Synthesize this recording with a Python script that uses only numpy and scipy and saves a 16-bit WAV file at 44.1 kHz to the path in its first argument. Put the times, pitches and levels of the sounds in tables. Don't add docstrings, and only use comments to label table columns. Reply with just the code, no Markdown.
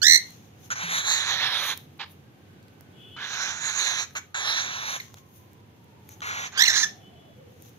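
import sys
import numpy as np
from scipy import signal
from scipy.fft import rfft, irfft, next_fast_len
from scipy.io import wavfile
from scipy.ndimage import uniform_filter1d, map_coordinates

SR = 44100
rng = np.random.default_rng(int(sys.argv[2]) if len(sys.argv) > 2 else 0)


def store_wav(level_fs):
    pcm = np.round(np.clip(np.atleast_2d(level_fs), -1, 1) * 32767)
    wavfile.write(sys.argv[1], SR, pcm.T.astype(np.int16))


def elevation(decibels):
    levels = np.asarray(decibels, float)
    return 10 ** (levels / 20)


N = 343098


def unit(x):
    return x / np.sqrt(np.mean(x ** 2) + 1e-20)


def along(points, hz):
    f, v = np.transpose(points)
    return np.interp(np.log(hz + 1), np.log(f + 1), v)


def curves(rows):
    s, *cols = np.transpose(rows)
    return [np.interp(np.arange(N) / SR, s, c) for c in cols]


def gate(tables, rise_s, fall_s):
    t = np.arange(N) / SR
    spans = []
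    for rows in tables:
        since_start = (t - rows[0][0]) / rise_s
        until_end = (rows[-1][0] - t) / fall_s
        spans.append(np.clip(np.minimum(since_start, until_end), 0, 1))
    return np.max(spans, axis=0)


def wobble(rate_hz):
    knots = rng.standard_normal(int(N * rate_hz / SR) + 4)
    return map_coordinates(knots, [np.arange(N) * rate_hz / SR])


def filtered(x, response):
    m = next_fast_len(N + 8192)
    return irfft(rfft(x, m) * response(np.fft.rfftfreq(m, 1 / SR)), m)[..., :N]


def noise(spectrum, channels=1):
    return unit(filtered(rng.standard_normal((channels, N)), lambda hz: elevation(along(spectrum, hz))))


def street():
    # frequency in Hz, level in dB.
    spectrum = [(15, -80), (25, -52), (59, -39), (71, -12.5), (93, 1), (274, -9.5), (410, -12),
                (566, -16.5), (631, -20), (761, -16.5), (919, -21.5), (1380, -24), (3080, -27), (5000, -35),
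                (15500, -47.5)]
    # time in seconds, level in dB.
    level = [(0.0, -52), (0.63, -53.5), (0.89, -51.5), (4.94, -55), (5.41, -54), (7.78, -52)]
    # frequency in Hz, left-right correlation from -1 to 1.
    alike = [(30, .1), (50, .3), (75, 1), (130, 0.9), (290, 0.76), (640, 0.19), (1400, -0.28),
             (3100, 0.056), (15000, -0.86)]

    def mid_side_gain(hz):
        turn = np.arccos(np.clip(along(alike, hz), -1, 1)) / 2
        return np.array([np.cos(turn), np.sin(turn)])

    mid, side = filtered(noise(spectrum, channels=2), mid_side_gain)
    balance_db = elevation(1) * np.array([[-.5], [.5]])
    level_db = curves(level)[0] + 1.0 + .8 * wobble(6.4) + balance_db
    return elevation(level_db) * np.array([mid + side, mid - side])


def port_flicker():
    return elevation(-79.5) * noise([(20, -3), (60, -1.5), (90, -44.5)], channels=2)


def rustle():
    # time of peak in seconds, length in seconds, fine part in dB, coarse
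    # over fine in dB.
    brushes = [(0.214, 0.36, -61.5, 7.5), (0.655, 0.11, -61, 1.5), (1.668, 0.14, -40, -17.5),
               (1.775, 0.0094, -53, -17.5), (1.794, 0.094, -78, 7.5), (2.115, 0.045, -57, -14.5),
               (4.066, 0.262, -77.5, -5), (4.168, 0.052, -54, -20), (5.011, 0.2, -62.5, 10.5),
               (5.186, 0.037, -67, 1), (5.379, 0.15, -61.5, -7.5), (6.126, .12, -60.5, -3),
               (6.27, 0.1, -59, -21), (6.411, 0.13, -57.5, -20.5), (6.87, 0.11, -66.5, 21),
               (7.665, 0.21, -66.5, 1)]
    # frequency in Hz, level in dB.
    fine_colour = [(7500, -26), (9500, -7), (12000, 1.5), (15500, -4)]
    # frequency in Hz, level in dB.
    coarse_colour = [(2000, -14.5), (3500, -7.5), (4800, -14), (6500, -1), (8000, -25)]
    bed_db, bed_coarse_db = -77.5, -4
    rise_per_length, fall_db_per_length = 0.96, 29
    s, length_s, db, coarse_db = np.transpose(brushes)[..., None]
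    age = (np.arange(N) / SR - s) / length_s
    strokes = elevation(db - fall_db_per_length * np.maximum(age, -age / rise_per_length))
    fine = elevation(bed_db) + strokes.sum(0)
    coarse = elevation(bed_db + bed_coarse_db) + (strokes * elevation(coarse_db)).sum(0)
    grain = unit(elevation(1.5 * wobble(400) + 1.5 * wobble(25)))
    brush = fine * noise(fine_colour, channels=2) + coarse * noise(coarse_colour, channels=2)
    return elevation(5.0) * grain * brush * elevation([[1.5], [-1.5]])


def call(crests, half_db, hoarse, thin_db=0, deeper=1, lead_s=.007, tail_s=.008):
    # frequency in Hz, gain in dB.
    throat = [(1200, -8), (2000, -6.5), (2900, -4.5), (3500, -11), (4150, -1.5), (4800, -11.5),
              (5900, -4.5), (6600, -15.5), (7600, -24), (8400, -18.5), (9400, -45), (10500, -28),
              (12000, -22), (13500, -32), (16000, -35.5)]
    # frequency in Hz, level in dB.
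    breath = [(5000, -30), (7500, -12), (8600, -10.5), (9300, -33.5), (10200, -9), (12000, 0), (13500, -9),
              (14600, -3), (15600, -6)]
    dip_share = [.35, 1.7, 1, .7, 1, 1, 1]
    quiet_db, least_sag, sag_per_db = -18, .04, .008
    dip_floor_db, dip_db_per_db = 3, .4
    even_db, even_hz = -11, 1640

    end_s, end_warbles, *end_crest = crests[-1]
    run_out = (end_s + .01, end_warbles + .5 * (end_warbles > 0), *end_crest)
    warbles, crest_hz, crest_db = curves(crests + [run_out])
    dip = (1 - np.cos(2 * np.pi * warbles)) / 2
    effort_db = np.clip(crest_db - quiet_db, 0, None)
    dip_db = deeper * dip * (dip_floor_db + dip_db_per_db * effort_db)
    rough = np.minimum(hoarse * elevation(-.9 * (crest_db + 12)), .16) * (1 + 2 * dip)
    sag = (least_sag + sag_per_db * effort_db) * dip
    hz = crest_hz * (1 - sag) * (1 + .25 * rough * wobble(900))
    phase = 2 * np.pi * np.cumsum(hz) / SR

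    low_db = even_db * np.clip((even_hz - crest_hz) / 120, 0, 1)
    voice, crest_power = 0, 0
    for k, share in enumerate(dip_share, 1):
        size = elevation(along(throat, k * hz) + thin_db * (k - 4))
        voice = voice + size * elevation(low_db * (k % 2 == 0) - share * dip_db) * np.sin(k * phase)
        crest_power = crest_power + elevation(2 * (along(throat, k * crest_hz) + thin_db * (k - 4.0)))
    voice = voice / np.sqrt(crest_power / 2) + elevation(half_db) * np.sin(phase / 2)

    air = elevation(-19 - 0.66 * dip_db) * noise(breath)[0]
    shake = elevation(16 * rough * wobble(500))
    span = [[crests[0][0] - lead_s], [end_s + tail_s]]
    sung = elevation(crest_db - 8.5) * shake * (voice + air) * gate([span], 0.34 * lead_s, .45 * tail_s)
    return filtered(sung, lambda f: 0.07 + 1.03 / (1 + (1250 / (f + 1)) ** 8))


def screech():
    # time in seconds, warbles so far, crest pitch in Hz, crest level in dB.
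    crests = [
        (.024, 0, 1480, -15),
        (.034, 1, 1723, -12),
        (.0565, 3, 1897, -7.5),
        (.07, 4, 2018, -3),
        (.0995, 6, 2116, -4),
        (.1595, 11, 2135, -3.5),
        (.177, 12, 2127, -15),
    ]
    return call(crests, half_db=-31, hoarse=.032)


def ticks():
    # time in seconds, peak in dB, knock over crack in dB, left-right in dB.
    contacts = [(0.3064, -35.5, -9, -9), (0.323, -44, -34.5, 3), (0.388, -53, -10, -7),
                (1.7758, -21, -28, -6.5), (1.7825, -42.5, -20, -5), (1.9806, -47, -6.5, -8.5),
                (2.629, -52, 7, -3.5), (2.683, -67, 23.5, -10.5), (2.8093, -41, 6.5, -13),
                (4.1085, -64, 18, -2.5), (4.3452, -39, -20.5, 5.5), (5.1026, -62, 12, -2),
                (5.137, -46, -9.5, 2.5), (5.143, -33.5, 4.5, 2.5), (5.533, -39, -24, -0.5),
                (5.8442, -45, -5.5, 0), (6.0906, -28.5, -12.5, 10.5), (6.205, -39.5, -1, 2),
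                (7.3668, -53, 1.5, -5), (7.6233, -31, -30.5, 6), (7.693, -38, -16, 4.5),
                (7.7321, -43, -12, -1)]
    # time in seconds, frequency in Hz, level in dB.
    rings = [(1.775, 11300, -31.5), (1.775, 6020, -39), (2.629, 4500, -51), (2.685, 4500, -52.5),
             (4.101, 1600, -48), (4.101, 5840, -53), (4.1085, 1700, -39), (4.1085, 4000, -48),
             (4.1085, 5960, -38), (5.1012, 1523, -46), (5.141, 1010, -34), (5.143, 3240, -40),
             (5.142, 6700, -33), (6.0906, 2380, -37), (6.0898, 4130, -48), (6.0924, 6700, -34.5),
             (6.0912, 11900, -31.5), (6.2062, 1460, -35), (6.2059, 3300, -29.5), (6.2057, 4100, -43),
             (6.2065, 6330, -33)]
    crack_t60_s, knock_t60_s, ring_t60_s = .0016, .0019, .006
    length = 600
    t = np.arange(length) / SR
    out = np.zeros((2, N + length))
    for s, db, low_db, pan_db in contacts:
        a, b = rng.standard_normal((2, length))
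        burst = (a + 3 * (t == 0)) * elevation(-60 * t / crack_t60_s)
        crack = np.diff(burst, prepend=0) * .45
        knock_phase = 2 * np.pi * 2300 * t + 1.4 * np.cumsum(b)
        knock = np.sin(knock_phase) * elevation(low_db - 60 * t / knock_t60_s)
        gain = elevation(db + np.array([[pan_db], [-pan_db]]) / 2)
        i = round(s * SR)
        out[:, i:i + length] += gain * (crack + knock)
    for s, hz, db in rings:
        i = round(s * SR)
        onset = 1 - np.exp(-t / 0.00032)
        out[:, i:i + length] += elevation(db - 60 * t / ring_t60_s) * np.sin(2 * np.pi * hz * t) * onset
    return out[:, :N]


def hiss():
    # time in seconds, breath in dB, beak gape 0-1, tongue lift 0-1.
    bursts = [
        [(0.703, -42, 0.36, 0.73), (0.754, -26.5, 0.57, 0.8)],
        [(0.755, -44, 0.37, 0.65), (0.854, -36.5, 0.48, 0.5), (0.985, -36, 0.83, 0.72),
         (1.028, -42.5, 0.72, 0.55), (1.115, -33, 0.98, 0.86), (1.19, -38, 0.83, 0.59), (1.5, -37, 0.82, 0.39),
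         (1.656, -36, 0.71, 0.36), (1.765, -44, 0.83, 0.62)],
        [(3.164, -47, 0.25, 0), (3.22, -45.5, 0.68, 0.18), (3.294, -45.5, 0.63, 0.57), (3.42, -39.5, .6, 0.64),
         (3.556, -46, 0.38, 0.61), (3.7, -40.5, 0.77, 0.73), (3.77, -42, 0.57, 0.75), (3.798, -38, 0.8, 0.74),
         (3.948, -38, 0.8, 0.6), (4.07, -41.5, 0.66, 0.94)],
        [(4.151, -42, 0.25, 0.43), (4.172, -34.5, .4, 0.64), (4.208, -35, 0.5, 0.9)],
        [(4.343, -36, 0.33, 0.44), (4.379, -38, 0.61, 0.6), (4.5, -37, 0.86, 0.62), (4.62, -39, 0.79, 0.76),
         (4.68, -42, 0.65, 0.53), (4.965, -40.5, 0.67, 0.62), (5.005, -50, 0.5, 1)],
        [(5.168, -57, 0.4, 0.4), (5.215, -68, .3, 0.5)],
        [(6.092, -64.5, 0.5, 0.76), (6.17, -56, .3, 0.78)],
        [(6.218, -37.5, 0, 0.24), (6.27, -37.5, 0.4, 0.4), (6.35, -37, 0.4, 0.4), (6.43, -38, 0.5, 0.47),
         (6.505, -42, 0.35, 0.65)],
    ]
    # time in seconds, breath in dB, beak gape 0-1, tongue lift 0-1.
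    rasp = [(6.519, -60, 0.6, 0.67), (6.572, -39.5, 0.14, 0.1), (6.6, -38.5, 1, 0.22),
            (6.69, -42.5, 0.85, 0.89), (6.73, -40.5, 0.57, 0.73), (6.78, -41.5, 1, 1),
            (6.825, -40, 0.95, 1), (6.879, -42.5, 0.34, .99)]
    # Hz at rest, Hz by gape, Hz by tongue.
    pipe_hz = [(1355, 430, 6), (3300, 48, 803)]
    # dB at rest, dB by gape, dB by tongue.
    pipe_db = [(-22.5, 34, .1), (-19, 0.27, 31.15), (-39, 20.1, 10)]
    widths_hz = [210, 700, 1050, 1309, 1700]
    air_hz = [10210, 12900]
    # time in seconds, frequency in Hz.
    neck = [(.72, 6130), (.85, 6360), (1.15, 6700), (1.27, 6340), (1.38, 5840), (1.52, 5100), (1.658, 6140),
            (3.302, 6080), (3.45, 5960), (3.64, 6720), (3.949, 6210), (4.4, 6550), (4.5, 5470),
            (4.66, 6360), (4.84, 5820), (4.95, 6400), (6.3, 6400), (6.8, 6010)]
    # time in seconds, low gain in dB, low shift in Hz, jet in dB.
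    pouch = [(.72, 7, -1, .3), (.8, -2.5, 1, 1), (1.0, -2, 1, -0.8), (1.1, -1, 1, -2), (1.3, 0, 79, 0.5),
             (1.45, 2, 52, 1), (1.58, -8, 1, -3), (1.75, -5.5, 1, 2), (3.17, 3, 1, -0.2),
             (3.3, -0.5, 1, -0.5), (3.5, 0.5, 3, 0.1), (3.8, 2.5, 1, 0.1), (4.05, -2, 1, 1.5),
             (4.17, 2.5, 0, -0.4), (4.35, 2.5, 1, -1.5), (4.4, -1.5, 1, 0.7), (4.6, -2.5, 1, 0.8),
             (4.95, -0.5, 1, 0.9), (6.1, -9, 1, -3.5), (6.25, -3.5, -80, -2), (6.36, -4.5, -49.5, -0.5),
             (6.47, -9, 1, -1), (6.6, 3.5, 1, 0.5), (6.72, 4.5, 1, 0.5), (6.85, 5.5, 1, -2)]
    # frequency in Hz, level in dB.
    jet_colour = [(150, -84), (330, -21.5), (600, -14.5), (1000, -5), (2300, -2), (2900, -9.5),
                  (4800, -11.5), (7400, -39.5), (8300, -54.5), (16000, -69)]

    low_db, gape, tongue = curves(sum(bursts, []) + rasp)

    def posture(rows):
        return [rest + by_gape * gape + by_tongue * tongue for rest, by_gape, by_tongue in rows]

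    pouch_db, pouch_hz, veil_db = curves(pouch)
    mid_db, high_db, air_db = posture(pipe_db)
    low_hz, mid_hz = posture(pipe_hz)
    levels = [pouch_db, mid_db, high_db, air_db - 1.0 + 3 * wobble(3.61), air_db + 0.5 + 3 * wobble(2.4)]
    centres = [low_hz + pouch_hz, mid_hz] + curves(neck) + air_hz

    hz, t, z = signal.stft(rng.standard_normal(N), SR, nperseg=512)
    at = np.minimum((t * SR).astype(int), N - 1)
    hz = hz[:, None]
    power = elevation(2 * (along(jet_colour, hz) + veil_db[at])) / 400
    for db, centre, width in zip(levels, centres, widths_hz):
        drift_hz = (centre * (1 + .012 * wobble(25)))[at]
        power = power + elevation(2 * db[at]) / width / (1 + (2 * (hz - drift_hz) / width) ** 4)
    notch_db = -14 / (1 + ((hz - 4780) / 300) ** 4) - 19 / (1 + ((hz - 8250) / 520) ** 4)
    power = power * elevation(notch_db)
    patches = uniform_filter1d(rng.standard_normal(z.shape), size=7, axis=0)
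    patches = uniform_filter1d(patches, size=12, axis=1)
    shaped = z * np.sqrt(power * SR / 2) * elevation(1.1 * unit(patches))
    jet = signal.istft(shaped, SR, nperseg=512)[1][:N]
    flutter = elevation(0.17 * wobble(220) + 1.4 * wobble(30))
    valve = gate(bursts + [rasp], rise_s=0.0011, fall_s=0.041) ** 2
    return elevation(low_db + 1.5) * flutter * jet * valve


def engine_tone(rows, spread_hz):
    hz, db = curves(rows)
    wander_hz = spread_hz * np.array([wobble(60), wobble(60)])
    phase = 2 * np.pi * np.cumsum(hz + wander_hz, axis=1) / SR
    return elevation(db + 1.8 * wobble(14)) * np.sin(phase) * gate([rows], .05, .05)


def drone():
    # time in seconds, frequency in Hz, level in dB.
    rows = [
        (.8, 181.6, -83.5),
        (.84, 174, -39),
        (.92, 165, -46),
        (1.0, 175.3, -48),
        (1.04, 165, -76),
    ]
    return engine_tone(rows, spread_hz=1.2)


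def snort():
    # time in seconds, level in dB.
    puff = [
        (1.988, -52),
        (2.003, -34.5),
        (2.018, -32.5),
        (2.042, -42),
        (2.052, -51),
        (2.09, -68),
    ]
    # frequency in Hz, level in dB.
    puff_colour = [(240, -49), (400, -23), (747, -22), (817, -6), (1020, -12.5), (2730, -9), (4450, -15),
                   (10200, -59), (12700, -33), (15000, -53.5)]
    flow = elevation(curves(puff)[0] - 1.0) * gate([puff], 0.006, 0.02) * elevation(3.0 * wobble(260))
    return flow * noise(puff_colour)[0]


def motor():
    # time in seconds, frequency in Hz, level in dB.
    whine = [
        (2.2, 1585, -71),
        (3.1, 1500, -66.5),
        (5.2, 1052, -65),
        (7.1, 690, -58.5),
        (7.3, 666, -54),
        (7.36, 640, -59),
    ]
    # time in seconds, frequency in Hz, level in dB.
    idle = [
        (7.36, 515, -41.5),
        (7.42, 518.7, -50),
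        (7.8, 468, -66.5),
    ]
    return engine_tone(whine, spread_hz=40) + engine_tone(idle, spread_hz=30)


def horn():
    # start in seconds, length in seconds, frequency in Hz, level in dB.
    reeds = [
        (2.922, 0.71, 367.4, -59),
        (2.964, 0.74, 430, -57),
        (6.953, 0.62, 376, -67),
    ]
    # frequency in Hz, gain in dB.
    bell = [(370, -8), (800, -26), (2200, -26), (2600, -13.5), (2970, 1), (3500, -0.5), (3750, -30),
            (4200, -28.5)]
    out = 0
    for s, length_s, hz, db in reeds:
        phase = 2 * np.pi * np.cumsum(hz * (1 + .007 * wobble(100))) / SR
        stack = 0
        for k in range(1, 11):
            stack = stack + elevation(along(bell, k * hz) + 4.8 * wobble(30)) * np.sin(k * phase)
        smear = 0.98 * noise(bell, channels=2)
        out = out + elevation(db) * (stack + smear) * gate([[[s], [s + length_s]]], 0.066, 0.44)
    return out * elevation([[1.5], [-1.5]])


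def chirp():
    # time in seconds, warbles so far, crest pitch in Hz, crest level in dB.
    crests = [
        (5.002, 0, 2180, -23),
        (5.008, 0, 1820, -28),
    ]
    return call(crests, half_db=-70, hoarse=.01, thin_db=-9, lead_s=.002, tail_s=.003)


def squawk():
    # time in seconds, warbles so far, crest pitch in Hz, crest level in dB.
    warble = [(6.582, 0, 1615, -17), (6.596, 1, 1760, -9), (6.6235, 3, 2023, -2.5), (6.64, 4, 2180, -9),
              (6.650, 4.5, 1950, -14), (6.656, 4.8, 2750, -13), (6.661, 5, 2950, -13),
              (6.666, 5.2, 2700, -16), (6.671, 5.5, 2050, -21), (6.682, 6, 2056, -6), (6.703, 7, 1870, -9)]
    croak = [
        (6.716, 0, 1770, -21),
        (6.728, .5, 1780, -24),
        (6.748, 2, 2050, -20),
        (6.764, 3, 1700, -17),
        (6.785, 4, 1900, -24),
        (6.81, 6, 2000, -28),
    ]
    peep = [
        (6.837, 0, 1790, -12.5),
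        (6.843, 0, 1730, -15),
    ]
    out = call(warble, half_db=-31, hoarse=.05, thin_db=-.5, deeper=1.5)
    out = out + call(croak, half_db=-31, hoarse=.07, thin_db=-.5)
    return out + call(peep, half_db=-60, hoarse=.025, thin_db=-4)


def ports(x):
    # time in seconds, left lag below the bend in samples, lag above it, treble left-right in dB.
    head = [(0, 4.5, 5.5, -19), (.3, 10.5, 1.5, -5), (.6, -11.5, -13, 2), (.97, -12.5, -11.5, 1),
            (1.1, -7, -13.5, -3.5), (1.35, -5, -7, -13.5), (1.6, -2.5, -9.5, -9), (2, -2, -10.5, -10),
            (3.1, -2.5, -10, -8.5), (3.4, -6, -8.5, -13.5), (3.9, -7, -8.5, -11), (4.2, -9, -10, -4),
            (4.5, -9, -13.5, -4.5), (4.85, -12, -12.5, -3.5), (6.2, -13, -15.5, 7), (6.47, -12.5, -17, -3),
            (6.55, 8.5, 6.5, -12), (7.8, -8, 1, -7)]
    # frequency in Hz, left-right in dB.
    port_tilt = [(300, -6.5), (700, 6.5), (1300, -2), (2400, 0.5), (4000, -2.5), (4900, -4.5), (5600, 2),
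                 (7000, -8), (9500, 14.5), (12000, 10.5), (15000, 7.5)]
    bend_hz, shade_hz = 3042, 2670
    null_hz, null_width_hz, null_db = 3830, 830, -3
    hz, t, z = signal.stft(x, SR, nperseg=512)
    at = np.minimum((t * SR).astype(int), N - 1)
    lag, high_lag, pan_db = (c[at] for c in curves(head))
    hz = hz[:, None]
    lag_cycles = lag * np.minimum(hz, bend_hz) + high_lag * np.maximum(hz - bend_hz, 0)
    turn = 2 * np.pi / SR * lag_cycles
    tilt_db = along(port_tilt, hz) + pan_db / (1 + (shade_hz / (hz + 1)) ** 4)
    null = elevation(null_db / (1 + ((hz - null_hz) / null_width_hz) ** 2))
    half = elevation(tilt_db / 2) * np.exp(-.5j * turn)
    return signal.istft(np.array([z * half * null, z / half]), SR, nperseg=512)[1][:, :N]


def room(x):
    # frequency in Hz, T60 in seconds.
    t60 = [(300, 0.18), (2000, 0.27), (5000, 0.3), (12000, 0.14)]
    hz, t, z = signal.stft(rng.standard_normal((2, SR // 2)), SR, nperseg=256)
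    decay = elevation(-60 * t / along(t60, hz)[:, None])
    tail = signal.istft(z * decay, SR, nperseg=256)[1]
    delayed = np.pad(x, (500, 0))[None]
    return signal.fftconvolve(delayed, tail / np.linalg.norm(tail[0]), axes=1)[:, :N]


def scene():
    bird = screech() + hiss() + snort() + chirp() + squawk()
    contacts = ticks()
    near = ports(bird) + contacts + rustle()
    outside = street() + drone() + motor() + horn()
    return near + elevation(-13.5) * room(bird + contacts.mean(0)) + outside + port_flicker()


def starved(x, under_db):
    hz, t, z = signal.stft(x, SR, nperseg=1024)
    bins = len(hz)
    band = np.add.reduceat(np.abs(z) ** 2, np.arange(0, bins, 12), axis=1)
    band = np.repeat(band, 12, axis=1)[:, :bins]
    whim = rng.standard_normal((bins // 12 + 1, len(t)))
    whim_db = np.repeat(unit(uniform_filter1d(whim, size=5, axis=1)), 12, axis=0)[:bins]
    hz = hz[:, None]
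    loudest = np.where(hz > 900, band, 0).max(1, keepdims=True)
    loudest = uniform_filter1d(loudest, size=3, axis=2)
    top_hz = 13300 + 220 * np.clip(-37 - 10 * np.log10(loudest + 1e-12), 0, 10)
    floor_db = under_db + 4 * whim_db + np.clip(hz - top_hz, 0, None) / 90
    whole = (loudest < elevation(-114)) | (loudest > elevation(-46))
    keep = (band > loudest * elevation(2 * floor_db)) | (hz < 7400) | whole
    return signal.istft(z * keep * (hz < 15640), SR, nperseg=1024)[1][:, :N]


def low_pass(x):
    return signal.sosfilt(signal.butter(12, 15640, fs=SR, output="sos"), x)


def record(dry):
    clipped = np.clip(dry, -1, 1)
    return low_pass(starved(clipped, under_db=-37.0))


dry = scene()
out = record(dry)
store_wav(out)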